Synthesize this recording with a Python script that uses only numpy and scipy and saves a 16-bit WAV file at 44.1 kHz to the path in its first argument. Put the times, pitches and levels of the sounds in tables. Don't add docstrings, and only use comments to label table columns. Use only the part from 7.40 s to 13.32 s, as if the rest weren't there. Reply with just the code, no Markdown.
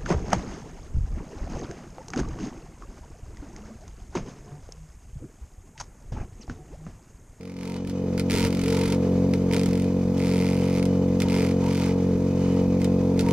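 import sys
import numpy as np
from scipy import signal
from scipy.fft import rfft, irfft
from scipy.io import wavfile
from scipy.ndimage import uniform_filter1d

SR = 44100
rng = np.random.default_rng(int(sys.argv[2]) if len(sys.argv) > 2 else 0)


def wav_record(signal):
    frames = np.transpose(np.atleast_2d(signal))
    bounded = np.clip(frames, -1, 1)
    quanta = np.round(bounded * 32767).astype(np.int16)
    wavfile.write(sys.argv[1], SR, quanta)


def invert_db(x):
    u = np.asarray(x, float) / 20
    return 10 ** u


N = 261072

# time_s, speed_turns_per_s
DRIVE_SPEED = [(0.0, 45.6), (0.375, 45.44), (0.5, 46.52), (0.625, 45.74), (1.375, 45.37), (1.5, 46.42),
               (1.625, 45.63), (2.0, 45.89), (2.125, 45.42), (2.625, 45.92), (2.75, 45.52), (3.25, 45.68),
               (3.375, 45.97), (4.0, 45.6), (5.0, 45.78), (5.25, 45.59), (5.375, 45.89), (5.92, 45.45)]
# order_per_turn, level_db
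THUMP_ORDERS = [(1, -19), (2, -5), (3, -6), (4, 0), (5, -4), (6, -3.5), (7, -13), (8, -14.5), (9, -16.5),
                (10, -7.5), (11, -6.5), (12, -21), (13, -20), (14, -22.5), (15, -23), (16, -28),
                (17, -29.5), (18, -27.5), (19, -31), (20, -50), (21, -30.5), (22, -59), (23, -30.5),
                (24, -57.5), (25, -52), (26, -45)]
# mode_hz, width_hz, level_db
CASE_MODES = [(95, 26.4, 4.5), (178.9, 29.7, 2), (235.4, 20.5, 0), (266.3, 36, -3), (354, 37, -11.5),
              (455, 11.5, -6), (502, 16.4, -7), (630, 17.4, -24.5), (724, 10, -34.5), (799, 32, -38),
              (935, 25, -28.5), (1053, 30, -34)]
THUMP_ANGLE_TURNS = 0.04
# time_s, level_db
LOW_ORDER_LEVEL = [(0, -40), (.25, -33.5), (.54, -28), (.79, -24.5), (1.3, -23), (1.6, -22), (1.92, -21),
                   (2.0, -22.5), (2.65, -22.5), (3.6, -21.5), (4.27, -22), (4.36, -22.5), (5.5, -21), (5.92, -21)]
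PANEL_ORDERS_DB, PANEL_FLUTTER_DB, PANEL_FLUTTER_HZ = -8.5, 0.32, 9.3

# pitch_hz, level_db_rms
FAR_MACHINE = [(24.6, -49.5), (49.4, -50.5)]

# freq_hz, level_db_per_hz
JOLT_SPECTRUM = [(40, 0.5), (90, 5), (150, 3.5), (280, 7.5), (350, -13), (520, 1), (750, -12.5),
                 (940, -28.5), (1100, -23), (1600, -39)]
# time_s, jolting_db, panel_order_loss_db
UPSETS = [(.13, -52, 6), (.49, -37, 16), (.82, -45, 3.5), (.95, -27.5, 17), (1.05, -27, 11),
          (1.15, -31, 2.5), (1.24, -33, 8), (1.48, -35, 16), (1.66, -46, 0), (1.75, -46, 1), (1.91, -36, 2),
          (1.98, -44, 5), (2.16, -34, -1.5), (2.28, -30, 8), (2.4, -44, 7), (2.52, -46, 3.5),
          (2.63, -40, 4), (2.75, -35, 2.5), (2.98, -60, -1), (3.84, -33, 7), (4.27, -42, -0.5),
          (4.35, -49, 6), (4.78, -41, 3.5), (4.91, -47, 2), (5.21, -35, -1.5), (5.28, -43, 2.5),
          (5.41, -36, 5.5), (5.84, -37, 6)]
UPSET_HALF_S, REST_JOLT_DB = 0.051, -24
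LOW_LOSS_SHARE = 0.14
PANEL_HZ, PANEL_WIDTH_HZ, PANEL_DB = 432, 16.4, -10

# freq_hz, level_db_per_hz
HISS_SPECTRUM = [(530, -11.5), (900, -1.5), (1080, -7.5), (1160, -3.5), (1630, -12.5), (2490, -9),
                 (2780, -25), (3030, -38), (3590, -16), (6350, -14.5), (8390, -27.5), (15200, -53),
                 (16400, -40)]
# pitch_hz, width_hz, level_db
BEARING_WHINES = [(2524, 36, -16), (2980, 94, -12.5), (3410, 130, -18), (4630, 69, -22.5),
                  (6380, 73, -20.5)]
HISS_DB, HISS_DB_PER_BASE_DB, HISS_DB_PER_LOAD_DB = -49.5, 0.5, 0.26

# freq_hz, level_db_per_hz
CRACK_SPECTRUM = [(650, -48.5), (1100, -18.5), (1380, 1.5), (1770, -9), (2290, -13.5), (3040, -1),
                  (4310, -2.5), (4670, -0.5), (9090, -8), (9950, -4.5), (11900, -14.5), (14800, -15.5),
                  (16400, -5.5)]
# mode_hz, level_db, t60_s
TUBE_MODES = [(116, -17, 0.1), (250, -15, 0.047), (449.8, 0.5, 0.14), (935, -11.5, 0.052),
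              (1330, -11, 0.021), (2120, -5, .025), (2297, 0.5, 0.013), (2442, -5, 0.014),
              (4680, -6, 0.015), (5220, -7.5, 0.03), (10100, -30, .012)]
# start_s, end_s, angle_turns, lift_advance_turns, peak_db
LEANING = [
    (-.08, 0.147, 0.49, -.03, -36),
    (0.164, 0.366, 0.6, 0.1, -29.5),
    (1.061, 1.54, .515, .33, -25.5),
    (1.181, 1.506, 0.58, 0.19, -23.5),
    (1.222, 1.513, .75, 0.25, -26),
    (2.274, 2.424, 0.54, 0.12, -25),
]
SINK_TURNS_PER_S, LIFT_S, LEANING_BRIGHT_DB = 0.3, 0.12, 1.5
SETTLE_S, SETTLE_DB = 0.05, 6
DULL_DB_PER_SOFT_DB, LIFT_LOSS_DB = 0.27, 3.5
# (time_s, half_gap_turns, peak_db)
ROCKING = [
    (.755, 0.5, 0.5, [(.9, .215, -17), (.97, .225, -16), (1.05, .2, -21.5)]),
    (.865, 5, -4, [(2.77, .15, -24.5), (2.83, .225, -22), (2.92, 0.29, -21), (3.05, .22, -22), (3.21, .155, -26.5), (3.3, .175, -25), (3.385, 0.32, -22)]),
    (.875, 5, -5, [(3.88, .325, -20), (3.95, .28, -18), (4.02, 0.14, -20), (4.1, .06, -27.5)]),
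    (.84, 8, -2.5, [(4.2, 0.056, -33), (4.28, 0.11, -24), (4.36, .15, -22), (4.44, .13, -23.5), (4.5, .02, -38)]),
    (1, 0.5, -2, [(4.97, 0.22, -38), (5.05, 0.084, -38), (5.14, 0.027, -37)]),
]
LOWER_BRIGHT_DB_PER_DB = 1
# time_s, peak_db, bright_db
LANDING_TICKS = [(.7783, -27, 6.5), (0.7967, -21.5, 5), (0.899, -20, 0), (.9054, -33, 3),
                 (1.937, -21.5, 0.5), (2.1122, -22, -6), (2.1256, -30, 9), (2.135, -18, 0),
                 (2.1452, -21.5, 2), (2.165, -20.5, 4), (2.1818, -28, 1), (2.1952, -27, 7),
                 (2.2138, -26.5, 3), (2.234, -29, 8.5), (2.2597, -30, 10.5), (2.774, -37, 5),
                 (2.7797, -37, 9), (3.8029, -28, 10), (3.8197, -18, 3.5), (4.241, -34, 0), (4.2664, -48, 2),
                 (5.776, -33, 1.5), (5.7933, -21.5, 7.5), (5.8094, -27, 8), (5.8642, -29, -1),
                 (5.8811, -42, 2), (5.887, -21.5, -0.5), (5.9095, -25, 3)]
LANDING_RING_HZ, LANDING_RING_SPREAD = 2200, 0.097
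# time_s, peak_db, bright_db, ring_hz
LIFTING_TICKS = [(0.449, -33, -6, 1770), (0.474, -37.5, 8, 2320), (0.4972, -32.5, 6.5, 2960),
                 (1.0495, -16.5, 0, 2740), (1.0687, -28, 4, 2350), (1.5232, -25.5, 7, 2170),
                 (3.4277, -24, 1, 2190), (3.4544, -31, 9.5, 3330), (4.4938, -28, -15, 2980),
                 (4.5093, -26.5, -11, 2860), (4.525, -33, -10, 2930), (5.4005, -38, -1, 2200),
                 (5.405, -33, -1, 1600), (5.4174, -26.5, 1, 2120), (5.445, -28, 9.5, 3650)]

# start_s, end_s, droning_db
CUP_LOADS = [(0.21, 0.383, -48.5), (0.753, 0.812, -51), (0.914, 1.077, -36), (1.25, 1.58, -43.5),
             (1.335, 1.46, -42.5), (2.094, 2.167, -37), (2.774, 3.447, -49.5), (3.82, 3.86, -39),
             (3.87, 4.098, -41), (4.226, 4.316, -34), (4.397, 4.525, -38.5), (4.93, 5.237, -46.5),
             (5.39, 5.75, -74), (5.857, 5.95, -33.5)]
LOAD_EDGE_S, REST_CUP_DB = 0.068, -29.5

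# freq_hz, likeness_0_to_1
MIC_LIKENESS = [(60, 0.69), (200, 0.97), (500, 0.9), (1000, 0.8), (2000, 0.71), (4000, 0.57), (8000, 0.42),
                (15000, 0.17)]
# freq_hz, left_minus_right_db
MIC_TILT = [(60, -0.5), (110, -0.5), (200, 0.0), (380, 1.0), (700, 1.0), (1290, -1.0), (2380, -1.0),
            (4400, 1.0), (8120, -2.8), (15000, -6.5)]
LEFT_LAG_S, SELF_NOISE_DB = 4.2e-5, -61.5


def rms_one(x):
    return x / np.sqrt(np.mean(x ** 2) + 1e-20)


def noise():
    return rng.standard_normal((2, N))


def in_time(rows):
    time_s, *columns = np.transpose(rows)
    return [np.interp(np.arange(N) / SR, time_s, column) for column in columns]


def at_hz(points, hz):
    freq_hz, value = np.array(points)[:, 0], np.array(points)[:, 1]
    return np.interp(np.log(hz + 1), np.log(freq_hz), value)


def colour(x, spectrum):
    cepstrum = irfft(np.log(invert_db(at_hz(spectrum, np.linspace(0, SR / 2, 2049)))))
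    cepstrum[1:2048] *= 2
    cepstrum[2049:] = 0
    response = irfft(np.exp(rfft(cepstrum)))
    unit_energy = rms_one(response)[None] / 64
    return signal.fftconvolve(x, unit_energy, axes=1)[:, :N]


def drift(rate_hz):
    r = np.exp(-80 * np.pi * rate_hz / SR)
    slow = signal.lfilter([1], [1, -2 * r, r * r], rng.standard_normal(N // 40 + 2002))[2000:]
    return np.interp(np.arange(N) / 40, np.arange(len(slow)), rms_one(slow))


def ring(clicks, hz, t60_s):
    r, w = invert_db(-60 / (t60_s * SR)), 2 * np.pi * hz / SR
    return signal.lfilter([0, np.sin(w)], [1, -2 * r * np.cos(w), r * r], clicks + 1e-18)


def fade(clicks, t60_s):
    power = signal.lfilter([1], [1, -invert_db(-120 / (t60_s * SR))], clicks ** 2 + 1e-18)
    return np.sqrt(power)


def resonance(x, hz, width_hz):
    r, w = np.exp(-np.pi * width_hz / SR), 2 * np.pi * hz / SR
    return rms_one(signal.lfilter([1, 0, -1], [1, -2 * r * np.cos(w), r * r], x))


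def controls():
    t = np.arange(N) / SR
    base_db, = in_time(LOW_ORDER_LEVEL)
    loss_db, jolt = 0, invert_db(base_db + REST_JOLT_DB)
    for time_s, jolt_db, order_loss_db in UPSETS:
        upset = np.clip(1 - abs(t - time_s) / UPSET_HALF_S, 0, 1)
        loss_db = loss_db + order_loss_db * upset
        jolt = jolt + invert_db(jolt_db) * upset ** 2
    load = invert_db(base_db + REST_CUP_DB)
    for start_s, end_s, droning_db in CUP_LOADS:
        inside_s = np.minimum(t - start_s, end_s - t)
        load = load + invert_db(droning_db) * np.clip(0.5 + inside_s / LOAD_EDGE_S, 0, 1)
    cup_db = 20 * np.log10(load)
    load_rise_db = cup_db - base_db - REST_CUP_DB
    hiss_db = HISS_DB + HISS_DB_PER_BASE_DB * (base_db + 23) + HISS_DB_PER_LOAD_DB * load_rise_db
    flutter_db = PANEL_FLUTTER_DB * drift(PANEL_FLUTTER_HZ)
    panel_db = base_db + PANEL_ORDERS_DB - loss_db + flutter_db
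    return base_db - LOW_LOSS_SHARE * loss_db, panel_db, 20 * np.log10(jolt), cup_db, hiss_db


def thump(turn, low_db, panel_db, wobble):
    orders, levels_db = np.transpose(THUMP_ORDERS)
    hz = orders * np.mean(np.array(DRIVE_SPEED)[:, 1])
    case = 0
    for i, (mode_hz, width_hz, level_db) in enumerate(CASE_MODES):
        response = mode_hz * width_hz / (mode_hz ** 2 - hz ** 2 + 1j * hz * width_hz)
        case = case + (-1) ** (i + 1) * invert_db(level_db) * response
    low, panel = np.zeros(N), np.zeros(N)
    for order, level_db, phase in zip(orders, levels_db, np.angle(case)):
        loose = wobble * order ** 0.3
        angle = 2 * np.pi * order * (turn - THUMP_ANGLE_TURNS) + phase + loose * drift(13)
        group = panel if order > 8 else low
        group += invert_db(level_db) * (1 + loose * drift(3.2)) * np.cos(angle)
    return invert_db(low_db) * rms_one(low) + invert_db(panel_db) * rms_one(panel)


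def drone():
    t = np.arange(N) / SR
    out = 0
    for hz, level_db in FAR_MACHINE:
        out = out + invert_db(level_db + 1.5 * drift(1.5)) * np.sqrt(2) * np.sin(2 * np.pi * hz * t)
    return out


def jolting(turn, jolt_db, panel_db):
    beat = 1 + 0.56 * np.cos(2 * np.pi * (turn - 0.45))
    case = invert_db(jolt_db + 0.5 * drift(14)) * beat * colour(noise(), JOLT_SPECTRUM)
    smooth_db = uniform_filter1d(panel_db, size=SR // 5)
    panel = resonance(noise(), PANEL_HZ, PANEL_WIDTH_HZ)
    return case + invert_db(smooth_db + PANEL_DB + 4.5 * drift(1)) * panel


def bearings(turn, hiss_db):
    hiss = colour(noise(), HISS_SPECTRUM)
    for hz, width_hz, level_db in BEARING_WHINES:
        hiss = hiss + invert_db(level_db + 2.5 * drift(1.6)) * resonance(noise(), hz, width_hz)
    breath_db = 1.64 * np.cos(2 * np.pi * (turn - 0.55))
    return invert_db(hiss_db + 1.74 * drift(16) + breath_db) * hiss


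def contacts():
    out = []
    for middle, weaker_db, bright_db, rows in ROCKING:
        s, gap, peak_db = np.transpose(rows)
        lower_bright_db = bright_db + LOWER_BRIGHT_DB_PER_DB * weaker_db
        out.append((s, middle + gap, peak_db, bright_db))
        out.append((s, middle - gap, peak_db - weaker_db, lower_bright_db))
    for start_s, end_s, angle, advance, peak_db in LEANING:
        s = np.linspace(start_s, end_s, 20)
        lift = np.clip(1 - (end_s - s) / LIFT_S, 0, 1) ** 1.9
        settle_db = SETTLE_DB * np.clip(1 - (s - start_s) / SETTLE_S, 0, 1)
        where = angle - SINK_TURNS_PER_S * (s - start_s) + advance * lift
        bright_db = LEANING_BRIGHT_DB + DULL_DB_PER_SOFT_DB * (peak_db + 24)
        out.append((s, where, peak_db - settle_db - LIFT_LOSS_DB * lift, bright_db))
    return out


def tube_blows(turn):
    starts_s = np.interp(np.arange(int(turn[-1])), turn, np.arange(N) / SR)
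    at, peak_db, bright_db = [], [], []
    for s, angle, level_db, contact_bright_db in contacts():
        laps = np.flatnonzero((starts_s > s[0] - 0.011) & (starts_s < s[-1] + 0.006))
        chance = rng.standard_normal((len(laps), 2))
        where = laps + np.interp(starts_s[laps], s, angle) + 0.004 * chance[:, 0]
        at += list(np.interp(where, turn, np.arange(N)).astype(int))
        peak_db += list(np.interp(starts_s[laps], s, level_db) + 0.8 * chance[:, 1])
        bright_db += [contact_bright_db] * len(laps)
    return np.array(at), np.array(peak_db), np.array(bright_db)


def tube(turn):
    at, peak_db, blow_bright_db = tube_blows(turn)
    tick_s, tick_db, tick_bright_db = np.transpose(LANDING_TICKS + [row[:3] for row in LIFTING_TICKS])
    spread = LANDING_RING_SPREAD * rng.uniform(-1, 1, len(LANDING_TICKS))
    tick_hz = np.r_[LANDING_RING_HZ * (1 + spread), [row[3] for row in LIFTING_TICKS]]
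    ticks = (tick_s * SR).astype(int)

    clicks = np.zeros(N)
    clicks[at] = invert_db(peak_db + blow_bright_db)
    clicks[ticks] = invert_db(tick_db + tick_bright_db)
    chatter = invert_db(-9) * fade(clicks, 0.009) * noise()
    dull_noise = signal.lfilter([0.6], [1, -0.4], noise())
    wash = invert_db(-15.5) * fade(clicks, 0.1) * dull_noise
    cracks = np.array([clicks, np.roll(clicks, 14)])
    mid, side = colour(chatter + wash + invert_db([[8.0], [5.0]]) * cracks, CRACK_SPECTRUM)

    clicks[ticks] = invert_db(tick_db)
    clicks[at] = invert_db(peak_db)
    modes = 0
    for hz, level_db, t60_s in TUBE_MODES:
        uneven = clicks * invert_db(rng.normal(0, 1.0, N))
        modes = modes + invert_db(level_db - 10.5) * ring(uneven + 0.19 * wash[0], hz, t60_s)
    for i, level_db, hz in zip(ticks, tick_db, tick_hz):
        age_s = np.arange(min(1500, N - i)) / SR
        decay = invert_db(level_db - 13 - 60 * age_s / 0.031)
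        modes[i:i + len(age_s)] += decay * np.sin(2 * np.pi * hz * age_s)
    return np.array([mid + modes, side + 0.18 * np.roll(modes, 9)])


def cup(cup_db):
    return invert_db(cup_db - 5) * resonance(noise(), 929, 45)


def microphones(mid, side):
    mid, side = np.pad([mid, side], [(0, 0), (2048, 2048)], mode="reflect")
    hz = np.fft.rfftfreq(len(mid), 1 / SR)
    alike = np.clip(at_hz(MIC_LIKENESS, hz), 0, 1)
    both = np.sqrt((1 + alike) / 2) * rfft(mid)
    own = np.sqrt((1 - alike) / 2) * rfft(side)
    tilt = invert_db(at_hz(MIC_TILT, hz) / 2) * np.exp(-1j * np.pi * hz * LEFT_LAG_S)
    return irfft([(both + own) * tilt, (both - own) / tilt], len(mid))[:, 2048:-2048]


def scene():
    turn = np.cumsum(in_time(DRIVE_SPEED)[0]) / SR
    low_db, panel_db, jolt_db, cup_db, hiss_db = controls()
    fade_in = invert_db(np.minimum(uniform_filter1d(low_db, size=SR // 8) + 23, 0))
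    steady = thump(turn, low_db, panel_db, wobble=0.057) + fade_in * drone()
    mid, side = jolting(turn, jolt_db, panel_db) + bearings(turn, hiss_db) + tube(turn) + cup(cup_db)
    self_noise = fade_in ** 1.3 * invert_db(SELF_NOISE_DB) * noise()
    return microphones(mid + steady, side + 14.0 * np.gradient(steady)) + self_noise


def top_cut(x):
    return signal.sosfilt(signal.butter(12, 16500, fs=SR, output="sos"), x)


def record(dry):
    low_pass = signal.cheby2(10, 40, 16200, fs=SR, output="sos")
    mix = signal.sosfilt(low_pass, dry)
    return top_cut(mix)


dry = scene()
out = record(dry)
wav_record(out)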